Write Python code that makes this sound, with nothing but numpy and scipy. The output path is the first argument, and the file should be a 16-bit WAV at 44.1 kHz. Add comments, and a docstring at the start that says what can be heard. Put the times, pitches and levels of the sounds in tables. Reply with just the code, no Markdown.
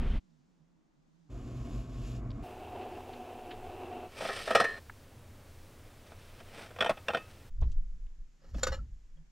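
"""A car camp in the morning, in five cuts: wind on a hand-held camera, the hush of the shut car, the tailgate motor
from inside and then outside, where a wooden drawer slides to its stop and a pot is lifted out, then the bed inside.
Air and rubbing are coloured noise, the motor a pulse train, struck gear decaying partials with a noisy crack.
The outside microphone is mono with opposite hiss in the two channels; the inside one is a close pair."""
import sys
import numpy as np
from scipy import signal
from scipy.fft import rfft, irfft, next_fast_len
from scipy.io import wavfile
from scipy.ndimage import uniform_filter1d

SR = 44100
rng = np.random.default_rng(int(sys.argv[2]) if len(sys.argv) > 2 else 0)


def transcribe(u):
    """Save the signal u as a 16-bit wav file named by the first command-line argument.

    u: samples, shape (n,) or (channels, n), limited to [-1, 1]; the rate is SR.
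    q: integer samples, one column per channel.
    """
    v = np.clip(np.atleast_2d(u).T, -1, 1)
    q = np.round(v * 32767).astype(np.int16)
    wavfile.write(sys.argv[1], SR, q)


N = 410571


def undb(db):
    """Decibels to amplitude."""
    return 10 ** (np.asarray(db, float) / 20)


def unit(x):
    """Scales to rms 1."""
    return x / np.sqrt(np.mean(x ** 2) + 1e-30)


def curve(rows, column, beyond=-140):
    """A table column against time; outside the table it holds the value beyond."""
    rows = np.array(rows, float)
    return np.interp(np.arange(N) / SR, rows[:, 0], rows[:, column], beyond, beyond)


def gate(cut):
    """Opens and shuts with a short linear fade."""
    start_s, end_s, fade_s = cut
    s = np.arange(N) / SR
    return np.clip((s - start_s) / fade_s, 0, 1) * np.clip((end_s - s) / fade_s, 0, 1)


def walk(rate):
    """Random levels held 1 / rate s and slewed twice; spread near 1."""
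    hold = int(SR / rate)
    steps = np.repeat(rng.standard_normal(N // hold + 1), hold)
    return 1.3 * uniform_filter1d(uniform_filter1d(steps, hold), hold)[:N]


def shape(x, points, peaks=()):
    """Filters by the points' gains, lifted at each resonance."""
    size = next_fast_len(len(x))
    hz = np.fft.rfftfreq(size, 1 / SR) + 1
    points_hz, points_db = np.transpose(points)
    db = np.interp(np.log(hz), np.log(points_hz), points_db, -120, -120)
    for centre_hz, width_hz, lift_db in peaks:
        db = db + lift_db / (1 + (2 * (hz - centre_hz) / width_hz) ** 2)
    return irfft(rfft(x, size) * undb(db), size)[:len(x)]


def colour(x, points, peaks=()):
    """Gives a flat sound the spectrum of the points; rms 1."""
    return unit(shape(x, points, peaks))


def pair(mid, other, wide):
    """Two microphones: a shared sound plus an unlike one with opposite signs."""
    return mid + shape(other, wide) * np.array([[1], [-1]])


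def air(points, flicker_db, rate):
    """Noise whose bass, middle and treble each waver on their own."""
    white = rng.standard_normal(N)
    low, mid = uniform_filter1d(white, size=120), uniform_filter1d(white, size=12)
    bands = low, mid - low, white - mid
    return colour(sum(band * undb(flicker_db * walk(rate)) for band in bands), points)


def grit(rate, scatter_db, hiss):
    """Dense uneven clicks, each smeared over a few milliseconds, mixed with hiss."""
    clicks = np.zeros(N)
    at = rng.integers(0, N, int(rate * N / SR))
    clicks[at] = undb(scatter_db * np.minimum(rng.exponential(size=len(at)), 3.2))
    clicks = clicks * rng.standard_normal(N)
    tail = rng.standard_normal(512) * np.exp(-np.arange(512) / 90)
    tail = irfft(np.exp(1j * np.angle(rfft(tail))))  # same smear, no colour of its own
    return unit(signal.oaconvolve(clicks, tail)[:N]) + hiss * rng.standard_normal(N)


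# Outside recorder's own hiss: freq_hz, relative level_db per Hz
PREAMP_COLOUR = [(12, -34), (20, 0.5), (431, -3), (1320, -14), (1950, -17), (2960, -16.5), (8310, -1.5),
                 (14500, -1.5), (15800, -5)]
PREAMP_RMS_DB = -78


def preamp_hiss():
    """Recorder noise, opposite in the two channels."""
    return colour(rng.standard_normal(N), PREAMP_COLOUR) * undb(PREAMP_RMS_DB) * np.array([[1], [-1]])


# Outside air around the car: freq_hz, relative level_db per Hz
FIELD_COLOUR = [(8.8, -30.5), (15, -0.5), (26, -4.5), (48, -26.5), (72, -9.5), (91, -3.5), (168, -23.5),
                (219, -19.5), (329, -23.5), (539, -24), (743, -29), (14500, -45), (15800, -43)]
FIELD_RMS_DB = -52.5


def field_air():
    """Steady outdoor noise, wavering slowly and slightly in three bands."""
    return air(FIELD_COLOUR, .8, 4.4) * undb(FIELD_RMS_DB)


# Wind on the hand-held camera: freq_hz, relative level_db per Hz
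GUST_COLOUR = [(8.8, -36), (15, 4.5), (43, 1), (111, -16), (217, -17.5), (388, -30.5), (423, -33),
               (1140, -40), (3140, -44), (4990, -58), (12600, -75.5), (15500, -98)]
# Time of that cut: start_s, end_s, fade_s
GUST_CUT = (-1, 0.2, 0.033)
GUST_RMS_DB = -27


def gust():
    """Deep wind noise right at the microphone, with quick flicker."""
    return air(GUST_COLOUR, 1.6, 40) * undb(GUST_RMS_DB) * gate(GUST_CUT)


# Hush in the car, shut and open: freq_hz, relative level_db per Hz
SHUT_COLOUR = [(6, -40), (15, -14), (32, -15), (108, -32.5), (150, -22.5), (211, -19), (307, -23.5),
               (436, -33.5), (927, -36), (2210, -45), (7000, -47), (8500, -57), (15500, -73)]
OPEN_CAR_COLOUR = [(65, -50.5), (110, -6.5), (247, -11.5), (553, -23.5), (739, -25), (1690, -25),
                   (3280, -30), (3950, -32), (7060, -28), (9430, -46.5), (12100, -42.5), (15500, -65)]
# How far the inside microphones differ for the hush: freq_hz, side minus mid level_db
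HUSH_WIDE = [(10, -27), (50, -14.5), (120, 1), (500, -1), (2000, -1.5), (5000, -6), (16000, -2.5)]
# Times of the shut car and of the bed: start_s, end_s, fade_s
SHUT_CUT = (0.19, 1.3, 0.01)
BED_CUT = (7.5, 11, 0.0074)
SHUT_MID_RMS_DB, OPEN_CAR_MID_RMS_DB = -73, -73.5


def car_hush():
    """Faint cabin noise; shared and side noises are independent, so it sounds wide."""
    shut = pair(air(SHUT_COLOUR, 1.0, 4.7), air(SHUT_COLOUR, 1.5, 4), HUSH_WIDE)
    opened = pair(air(OPEN_CAR_COLOUR, 0.89, 9.1), air(OPEN_CAR_COLOUR, 1.5, 6), HUSH_WIDE)
    return (shut * undb(SHUT_MID_RMS_DB) * gate(SHUT_CUT)
            + opened * undb(OPEN_CAR_MID_RMS_DB) * gate(BED_CUT))


# Wind moaning in a low and a higher gap on the right of the car: time_s, pitch_hz
MOAN = [(.2, 191), (.42, 150), (.49, 182.7), (.62, 159), (.72, 171.5), (.88, 115.2), (1.05, 163),
        (1.13, 147.2), (1.19, 176), (1.3, 148.6), (8.04, 164.6), (8.13, 125.7), (8.22, 166.1),
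        (8.38, 139.4), (8.47, 161.6), (9.08, 125), (9.17, 164), (9.31, 155)]
MOAN_HIGH = [(.3, 215), (.63, 304), (.92, 320), (1.3, 288.6)]
MOAN_DB, MOAN_HIGH_DB = -70, -81  # before wavering and panning
MOAN_OPEN_DB = -3  # change of the low tone once the tailgate is open
MOAN_DIES_HZ, MOAN_DIES_DB_PER_HZ = 147.3, 1.5  # in a lull the low tone sinks and fades


def wavering_tone(hz, db):
    """A sine whose pitch and level wander."""
    phase = np.cumsum(hz * (1 + 0.0207 * walk(25))) / SR
    return np.sin(2 * np.pi * phase) * undb(db + 3.7 * walk(25))


def moan():
    """Wavering near-sine tones, much stronger on the right."""
    hz = curve(MOAN, 1, 150)
    low_db = MOAN_DB - MOAN_DIES_DB_PER_HZ * np.maximum(MOAN_DIES_HZ - hz, 0)
    low = wavering_tone(hz, low_db)
    high = wavering_tone(curve(MOAN_HIGH, 1, 215), MOAN_HIGH_DB)
    shut = (low + high) * gate(SHUT_CUT)
    opened = low * undb(MOAN_OPEN_DB) * gate(BED_CUT)
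    return (shut + opened) * undb([[-6], [7]])  # left, right


STROKE_DB = 20  # a stroke rises and falls by this much in its rise and fall times


def strokes(at, rise, fall, peak_db):
    """Level in dB of swells that rise to a peak and fall again; their powers add."""
    at, rise, fall, peak_db = (np.reshape(v, (-1, 1)) for v in (at, rise, fall, peak_db))
    late = np.arange(N) / SR - at
    steps = np.maximum(-late / rise, late / fall)
    return 10 * np.log10(np.sum(undb(peak_db - STROKE_DB * steps) ** 2, axis=0) + 1e-30)


def stroked(table):
    """Body and treble level of a table of strokes."""
    at, rise, fall, body_db, treble_db = np.transpose(table)
    return strokes(at, rise, fall, body_db), strokes(at, rise, fall, treble_db)


# Jolts of the bed platform under the inside microphones: peak_s, deep_sway_db, thud_db
SWAY = [(7.5, -40.5, -55), (7.626, -21.5, -27), (7.76, -24.5, -49), (7.975, -37.5, -60.5),
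        (8.07, -43, -58.5), (8.2, -41.5, -67.5), (8.47, -53.5, -56.5), (8.56, -47.5, -34),
        (8.64, -43.5, -41), (8.71, -41, -36.5), (8.8, -44, -37), (8.93, -41.5, -58.5), (9.15, -45.5, -66)]
SWAY_RISE_S, SWAY_FALL_S, THUD_RISE_S, THUD_FALL_S = .07, 0.23, .05, .13


def sway():
    """Each jolt shakes the microphones: a slow deep swell of noise and a shorter thud."""
    deep = colour(rng.standard_normal(N), [(8, -48), (16, 1), (26, -5.5), (42, -10.5), (55, -31.5)])
    thud = colour(rng.standard_normal(N), [(35, -16), (52, 7), (90, -3.0), (130, -10.0), (250, -28), (600, -46)])
    at, deep_db, thud_db = np.transpose(SWAY)
    return (deep * undb(strokes(at, SWAY_RISE_S, SWAY_FALL_S, deep_db))
            + thud * undb(strokes(at, THUD_RISE_S, THUD_FALL_S, thud_db)))


# Hinge ticks and cloth pats: start_s, peak_db, centre_hz, decay_s
TICKS = [(2.304, -46.5, 3020, 0.0026), (2.314, -49, 3080, 0.0026), (2.748, -38, 596, 0.008),
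         (3.129, -47, 2500, 0.0098), (3.506, -40, 2380, 0.012), (4.896, -34, 1250, 0.0028),
         (7.335, -55, 3500, .0053), (7.61, -55.5, 4400, 0.0056), (7.615, -41.5, 673, 0.015),
         (7.621, -53, 2300, .012), (7.715, -53, 4650, 0.008), (8.065, -63, 2300, .004),
         (8.545, -35.5, 176, .02)]


def ticks():
    """Short dry noise bursts, about an octave and a half wide."""
    out, size = np.zeros(N), 2000
    u = np.arange(size) / SR
    for s, peak_db, hz, length in TICKS:
        burst = rng.standard_normal(size) * np.exp(-u / length) * np.minimum(u / (0.61 * length), 1)
        band = signal.butter(4, [hz / 1.65, hz * 1.65], "band", fs=SR, output="sos")
        burst = signal.sosfilt(band, burst)
        out[int(s * SR):int(s * SR) + size] += undb(peak_db) * burst / np.abs(burst).max()
    return out


# Small loose parts that ping: start_s, level_db, pitch_hz
PINGS = [(.118, -47.5, 3150), (4.52, -36, 3244), (6.806, -19, 3360), (7.084, -26.5, 2760),
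         (8.415, -68.5, 5050), (8.79, -46.5, 1340), (9.17, -67, 3250)]
PING_T60_S = .055
# more of them at random while the drawer slides: time range, loudest level, pitch range
RATTLE_S, RATTLE_LOUDEST_DB, RATTLE_HZ = (4.2, 4.5), -40.5, (3000, 5100)


def pings(count=7):
    """One quickly fading partial each."""
    out, u = np.zeros(N), np.arange(6000) / SR
    when, softness, pitch = rng.random((count, 3)).T
    rattle_s, rattle_hz = np.interp(when, (0, 1), RATTLE_S), np.interp(pitch, (0, 1), RATTLE_HZ)
    rattle = zip(rattle_s, RATTLE_LOUDEST_DB - 6.0 * softness, rattle_hz)
    envelope = np.exp(-np.log(1000) * u / PING_T60_S) * np.minimum(u / .002, 1)
    for s, level_db, hz in PINGS + list(rattle):
        note = np.sin(2 * np.pi * hz * u) * envelope
        out[int(s * SR):int(s * SR) + len(u)] += undb(level_db) * note
    return out


# Hiss of the rising tailgate's seals and struts: time_s, level_db
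STRUT_LEVEL = [(1.28, -83), (1.315, -69), (1.55, -66), (1.78, -61.5), (1.88, -69), (2.07, -59),
               (2.17, -62.5), (2.22, -76), (2.46, -71)]
# Its colour: freq_hz, relative level_db per Hz
STRUT_COLOUR = [(1060, -21), (1800, -5), (1960, -15), (2530, -1), (4350, -9), (5310, -7), (5850, -11),
                (6960, -5), (8220, -17), (9450, -21.5), (12100, -19), (12700, -22), (14500, -54)]


def strut():
    """Very dense grit in the upper middle and treble, following the level table."""
    return colour(grit(4000, 1.1, 0.88), STRUT_COLOUR) * undb(curve(STRUT_LEVEL, 1))


MOTOR_HZ = 123.4  # mean pulse rate


def motor(points, peaks, jitter, tone):
    """Uneven commutator pulses and gear noise through the car body."""
    phase = np.cumsum(MOTOR_HZ * (1 + jitter * walk(25)) / SR)
    pulses = (np.diff(np.floor(phase), prepend=0) > 0) * undb(1 * rng.standard_normal(N))
    gears = grit(900, 2.8, 1.36) * undb(1.6 * walk(15))
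    return colour(tone * unit(pulses) + gears, points, peaks)


# Tailgate motor from inside: time_s, level_db
MOTOR_IN_LEVEL = [(1.28, -46), (1.36, -38.5), (2.46, -38.5)]
# Its colour: freq_hz, relative level_db per Hz
MOTOR_IN_COLOUR = [(8.8, -45.5), (15, -19), (48, 1.5), (81, -11.5), (118, 0), (165, -14.5), (251, -8),
                   (460, -22), (670, -25), (916, -35.5), (1100, -28.5), (1940, -43.5), (2200, -39.5),
                   (2860, -58), (4840, -120)]
# Its body resonances: centre_hz, width_hz, lift_db
MOTOR_IN_PEAKS = [(50.5, 24, 8.8), (122.6, 13.5, 4.5), (271, 18, 1.5), (682, 38, 10.4), (1080, 90, 3.6)]


def motor_inside():
    """The motor through the cabin: mostly low hum."""
    return motor(MOTOR_IN_COLOUR, MOTOR_IN_PEAKS, 0.013, 0.89) * undb(curve(MOTOR_IN_LEVEL, 1))


# Tailgate motor from outside: time_s, level_db
MOTOR_OUT_LEVEL = [(2.41, -46), (3.6, -46), (4.056, -43), (4.1, -62)]
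# Its colour: freq_hz, relative level_db per Hz
MOTOR_OUT_COLOUR = [(110, -34), (180, -19), (234, -8), (280, -9), (364, -1), (574, -9), (736, -2),
                    (840, -8), (1190, -18), (2060, -26.5), (2720, -21), (4100, -35), (6000, -49.5),
                    (7800, -78), (13200, -120)]
# Its body resonances: centre_hz, width_hz, lift_db
MOTOR_OUT_PEAKS = [(244.3, 7.2, 7.2), (404, 86, 1.33), (647, 10, 1), (733, 23, 6.8), (2640, 240, 4)]


def motor_outside():
    """The same motor in the open: less bass, more middle."""
    return motor(MOTOR_OUT_COLOUR, MOTOR_OUT_PEAKS, .012, 0.63) * undb(curve(MOTOR_OUT_LEVEL, 1))


def rubbing(levels, points, metal, rate, lift_db, split_hz=2500):
    """Stick-slip grit that also shakes the metal; its body and its treble have their own level."""
    peaks = [(hz, 30 + .015 * hz, lift_db) for hz, _, _ in metal]
    x = colour(grit(rate, 3.0, 1.0) * undb(1.6 * walk(90) + 1.8 * walk(30)), points, peaks)
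    body = signal.sosfilt(signal.butter(4, split_hz, fs=SR, output="sos"), x)
    treble = signal.sosfilt(signal.butter(4, split_hz, "high", fs=SR, output="sos"), x)
    return unit(body) * undb(levels[0]) + unit(treble) * undb(levels[1])


def ring(modes, hard_db, share, focus_hz, chance, scatter_db, size, focus_db=9):
    """Decaying partials; softness dulls them, the spot favours one pitch, a gripping hand shortens all."""
    s = np.arange(size) / SR
    hz, db, t60 = np.transpose(modes)[:, :, None]
    luck = chance[:len(modes), None]  # scatters level and starting phase
    spot_db = focus_db / (1 + (4 * np.log2(hz / focus_hz)) ** 2)
    gain = undb(db + scatter_db * luck + hard_db * np.log2(hz / 1000) + spot_db)
    decay = np.exp(-np.log(1000) * s / (t60 * max(share, .05)))
    return (gain * np.sin(2 * np.pi * hz * s + 20 * luck) * decay).sum(axis=0)


# Partials of the wood in every blow: pitch_hz, relative level_db, t60_s
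WOOD = [(147, -19, .06), (215, -11, 0.061), (427, -24, 0.082), (495, 0, 0.053), (575, -6.5, 0.038),
        (662, 3, 0.037), (805, -6, .05), (1087, -18, 0.018), (1291, -7, 0.036), (1616, -4, 0.039),
        (2580, -10, 0.037), (3420, -5.5, .03)]
HARDER_PER_DB, FIRM_DB = 0.07, -20  # dB per octave of brightness gained per dB above a firm blow
SWARM_HZ, SWARM_DB, SWARM_T60_S = (901, 6206), -9.5, 0.087  # faint partials, drawn anew at each blow
BOUNCE_S, BOUNCE_DB = .019, -1.5  # a blow this soon after another is a bounce, duller by this per octave


def blows(table, metal, points, chatter, rise, crack_db, firm_hard_db):
    """Each blow lands over a few milliseconds: wood chatters, metal rings, and a noisy crack joins them."""
    out, size, last = np.zeros(N + SR), 4096, 0
    u = np.arange(3 * size) / SR
    land = 1 - np.exp(-(u / rise) ** 2)
    fall = np.exp(-u[:size] / max(chatter, .0005))
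    for s, wood_db, metal_db, share, focus_hz in table:
        noise, chance = rng.standard_normal((2, size))
        louder_db = max(wood_db, metal_db)
        hard_db = firm_hard_db + HARDER_PER_DB * (louder_db - FIRM_DB) + BOUNCE_DB * (s - last < BOUNCE_S)
        last = s
        push = fall * noise * (chance > 1.8)  # little bounces
        push[0] = 2
        wood = ring(WOOD, hard_db, 0.99, focus_hz, chance, 1.1, size=size, focus_db=4.0)
        wood = signal.fftconvolve(wood, push)[:size] * land[:size]
        bell = ring(metal, hard_db, share, focus_hz, noise, 1.5, size=len(u)) * land
        swarm_hz = np.exp(np.interp(rng.random(size=24), (0, 1), np.log(SWARM_HZ)))
        swarm = [(hz, 0, SWARM_T60_S) for hz in swarm_hz]
        faint = ring(swarm, hard_db - 2.0, share, focus_hz, chance, 5.1, size=len(u)) * land
        bell = bell / np.abs(bell).max() + undb(SWARM_DB) * faint / np.abs(faint).max()
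        # loose pieces touch the ringing metal, so its level flutters
        bell = bell * undb(2.4 * np.interp(u, np.arange(100) * .004, chance[-100:]))
        tilt = [(100, -13.5), (350, -hard_db), (1000, 9.5), (16000, 4 * hard_db)]
        crack = shape(colour(noise, points), tilt, [(focus_hz, 0.12 * focus_hz, 8)])
        crack = fall * land[:size] * crack
        i = int(s * SR)
        for part, db in ((wood, wood_db), (bell, metal_db), (crack, louder_db + crack_db)):
            out[i:i + len(part)] += undb(db) * part / np.abs(part).max()
    return out[:N]


# Strokes of hands over the gear on the bed: peak_s, rise_s, fall_s, body_db, treble_db
FUMBLE = [(7.662, 0.18, .21, -67.5, -76), (8.482, 0.14, .3, -67.5, -79), (8.58, 0.09, 0.11, -59, -61.5),
          (8.68, 0.12, 0.12, -47, -61)]
# Colour of touches on the bed: freq_hz, relative level_db per Hz
FUMBLE_COLOUR = [(150, -11.5), (250, -14), (767, -27), (1700, -28.5), (2200, -35.5), (3850, -33.5),
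                 (4200, -30), (5320, -26.5), (6750, -28), (9810, -47), (12000, -35), (14500, -77)]
# Partials of the dripper: pitch_hz, relative level_db, t60_s
DRIPPER = [(537, 4, 0.072), (827, -6, 0.066), (1298, -18.5, 0.17), (1714, -14, 0.17), (1946, -14, 0.11),
           (2885, -10.5, 0.13), (3150, -31.5, .2), (3830, -22.5, .13), (4204, -6.5, .12),
           (4480, -23.5, .14), (5100, -29, .2), (5450, -10, 0.091), (7100, -15, 0.16)]


def fumbling():
    """Hands rub the gear on the bed; the grit excites the dripper's resonances."""
    return rubbing(stroked(FUMBLE), FUMBLE_COLOUR, DRIPPER, 1500, 5.7)


# Partials of a mug: pitch_hz, relative level_db, t60_s
MUG = [(523, 0.5, 0.082), (754, -31.5, 0.081), (1244, -0.5, 0.044), (1480, -10, 0.12), (1690, -30, 0.074),
       (2160, -19.5, 0.12), (2673, -17.5, 0.072), (3140, -28.5, 0.1), (3680, -17.5, .12), (4344, -8, 0.055),
       (4716, -25.5, 0.187), (5750, -20.5, 0.12), (7115, -5, 0.045), (8700, -26.5, 0.0494),
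       (12000, -36.5, .03)]
# Blows on the mugs and the dripper: start_s, wood_peak_db, metal_peak_db, share of free ring time, favoured_hz
MUG_BLOWS = [(8.543, -41.5, -46.5, .5, 1020), (8.63, -32, -17.5, .9, 7500), (8.667, -40, -20, 1, 1560)]
DRIPPER_BLOWS = [(8.416, -75, -62, 0.97, 1260), (8.441, -71, -54, .9, 1400), (8.58, -64, -45, 0.4, 1750),
                 (8.718, -50.5, -28.5, 0.99, 1210), (8.738, -55, -35.5, .57, 2890),
                 (8.772, -65, -48.5, .67, 1287), (9.17, -81, -67, .9, 1740)]


def mugs():
    """Mugs and the dripper knock close to the inside pair."""
    mug = blows(MUG_BLOWS, MUG, FUMBLE_COLOUR, 0.0098, 0.0032, crack_db=-9.5, firm_hard_db=0.16)
    dripper = blows(DRIPPER_BLOWS, DRIPPER, FUMBLE_COLOUR, .013, .004, crack_db=-9, firm_hard_db=-0.9)
    return mug + dripper


# Strokes of hands over the gear in the drawer: peak_s, rise_s, fall_s, body_db, treble_db
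RUMMAGE = [(6.22, .9, 2.5, -65, -66.5), (6.572, 0.13, 0.21, -49, -54.5), (6.904, 0.22, 0.12, -46.5, -63),
           (7.148, 0.1191, 0.11, -45, -73), (7.3, .9, 1.5, -70, -70)]
# Colour of the drawer and touches in it: freq_hz, relative level_db per Hz
SLIDE_COLOUR = [(71, -41), (120, -12.5), (208, -9), (326, -7), (681, -2), (983, -11), (1260, -10.5),
                (1450, -9.5), (1780, -15), (1930, -13), (3490, -19.5), (5690, -23.5), (6700, -32.5),
                (8740, -26.5), (15800, -47.5)]
# Partials of the drawer's gear and the pot: pitch_hz, relative level_db, t60_s
GEAR = [(1270, -24.5, 0.45), (1397, -8.5, .095), (1698, -18, 0.096), (1836, -12, .2), (2130, -5.5, 0.032),
        (2435, -5.5, 0.1), (2606, -12, 0.26), (2976, -10, 0.11), (3170, -4.5, 0.067), (3160, -11, .06),
        (3570, -8.5, 0.14), (5530, -16, .07), (6002, -27, .085), (7660, -24, 0.0613), (8410, -23, 0.0695)]


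def rummaging():
    """Hands rub through the drawer; the grit excites the gear's resonances."""
    return rubbing(stroked(RUMMAGE), SLIDE_COLOUR, GEAR, 1500, 2.6)


# Knocks on the wooden drawer and its gear, then on the pot as it is lifted out:
# start_s, wood_peak_db, metal_peak_db, share of free ring time, favoured_hz
GEAR_BLOWS = [(6.119, -44.5, -58, .45, 1470), (6.402, -46.5, -47, .38, 1330), (6.705, -44, -51, .41, 1440),
              (6.761, -41, -46, .49, 2280), (6.786, -30.5, -37.5, .5, 1174),
              (6.806, -22.5, -17.5, 0.413, 1600), (6.822, -23, -21, .51, 1450),
              (6.844, -28.5, -25, 0.62, 1250), (6.86, -23, -24, 0.89, 910), (6.893, -17.5, -37.5, 0.4, 640),
              (6.905, -26, -45, .45, 1110), (6.971, -40.5, -44, .45, 2660), (7.083, -21.5, -21, 0.15, 942),
              (7.101, -30.5, -30.5, 1, 1430), (7.134, -30, -38, .51, 750), (7.146, -23, -21, 0.66, 1470),
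              (7.169, -31.5, -32, .97, 2570)]


def gear_knocks():
    """Knocks on the wooden drawer and its gear, then on the pot as it is lifted out; most ring short."""
    return blows(GEAR_BLOWS, GEAR, SLIDE_COLOUR, 0.0092, .0015, crack_db=-1.0, firm_hard_db=-0.5)


# The drawer slides out: time_s, body_db, treble_db
SLIDE = [(4.06, -67, -73), (4.226, -43.5, -46.5), (4.42, -48, -44), (4.626, -46, -55), (4.82, -53, -61)]
# Partials of the cookware: pitch_hz, relative level_db, t60_s
COOKWARE = [(404, -15, 0.36), (448, -15, 0.27), (555, -12.5, .3), (1084, -20, 0.51), (1243, -6.5, 0.28),
            (1308, 0.5, .13), (1420, -17, 0.23), (1730, -14.5, 0.51), (1819, -6.5, .4), (1888, -12, 0.47),
            (2275, -28, 0.27), (2360, -12.5, 0.14), (2550, -17.5, .25), (2660, -22, .2),
            (2930, -20.5, 0.19), (3136, -19, .22), (3570, -19, .17), (4150, -25.5, 0.66), (4730, -23, .11),
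            (5071, -27, 0.36), (5300, -23, .23), (6040, -27.5, 0.21), (7300, -35.5, .25),
            (8183, -35.5, .27), (8619, -30, 0.17)]
# Blows in the drawer: start_s, wood_peak_db, metal_peak_db, share of free ring time, favoured_hz
DRAWER_BLOWS = [(4.206, -28.5, -49, 1, 660), (4.222, -30, -41, 0.88, 669), (4.249, -28, -40, 1, 695),
                (4.287, -29, -26.5, .75, 714), (4.302, -35, -32, .5, 1820), (4.369, -38.5, -38, 1, 1272),
                (4.397, -40, -39, .85, 1250), (4.474, -28.5, -32, 1, 680), (4.505, -19.5, -23.5, 0.76, 660),
                (4.548, -11.5, -13.5, 0.94, 640), (4.598, -21.5, -15, .88, 675),
                (4.611, -23, -28, 0.68, 1256), (4.64, -34, -21, 0.96, 1870)]
# Time the sliding drawer is heard: start_s, end_s, fade_s
DRAWER_CUT = (4.07, 4.8, 0.02)


def drawer():
    """Wood rubs along to its stop while the cookware clanks."""
    clanks = blows(DRAWER_BLOWS, COOKWARE, SLIDE_COLOUR, 0.011, .003, crack_db=-2.0, firm_hard_db=0.3)
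    slide = rubbing((curve(SLIDE, 1), curve(SLIDE, 2)), SLIDE_COLOUR, COOKWARE, 1200, 4.1)
    return (clanks + slide) * gate(DRAWER_CUT)


# How far the inside microphones differ for near sounds: freq_hz, side minus mid level_db
NEAR_WIDE = [(10, -17), (100, -22.5), (220, -19.5), (500, -11.5), (1100, -10), (4000, -6), (8000, -7),
             (16000, -3)]
# Time of the opening tailgate heard from inside: start_s, end_s, fade_s
OPENING_CUT = (1.287, 2.45, 0.016)


def inside():
    """The pair in the car: bass and near knocks are mostly shared, hush and treble less so."""
    opening = gate(OPENING_CUT) * (motor_inside() + strut())
    near = opening + gate(BED_CUT) * (fumbling() + mugs() + sway())
    # the left microphone faces the tailgate and gets more treble
    lean = 0.19 * signal.sosfilt(signal.butter(2, 5000, "high", fs=SR, output="sos"), near)
    # spaced microphones differ in phase: the side is the sound a quarter cycle later
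    turned = signal.hilbert(near, next_fast_len(N)).imag[:N]
    return car_hush() + moan() + pair(near, turned, NEAR_WIDE) + lean * np.array([[1], [-1]])


# Time of the outdoor cut: start_s, end_s, fade_s
FIELD_CUT = (2.42, 7.505, 0.02)


def outside():
    """The mono microphone's wind, air, motor and drawer, and the hiss of its recorder."""
    background = field_air() + preamp_hiss()
    near = motor_outside() + rummaging() + gear_knocks() + drawer()
    return gust() + gate(FIELD_CUT) * (background + near)


def scene():
    """Outside and inside microphones, with ticks and pings equal in both channels."""
    return outside() + inside() + ticks() + pings()


def record(dry):
    """The recorder cuts the top steeply above 15750 Hz."""
    return signal.sosfilt(signal.ellip(10, .2, 80, 15750, fs=SR, output="sos"), dry)


dry = scene()
out = record(dry)
transcribe(out)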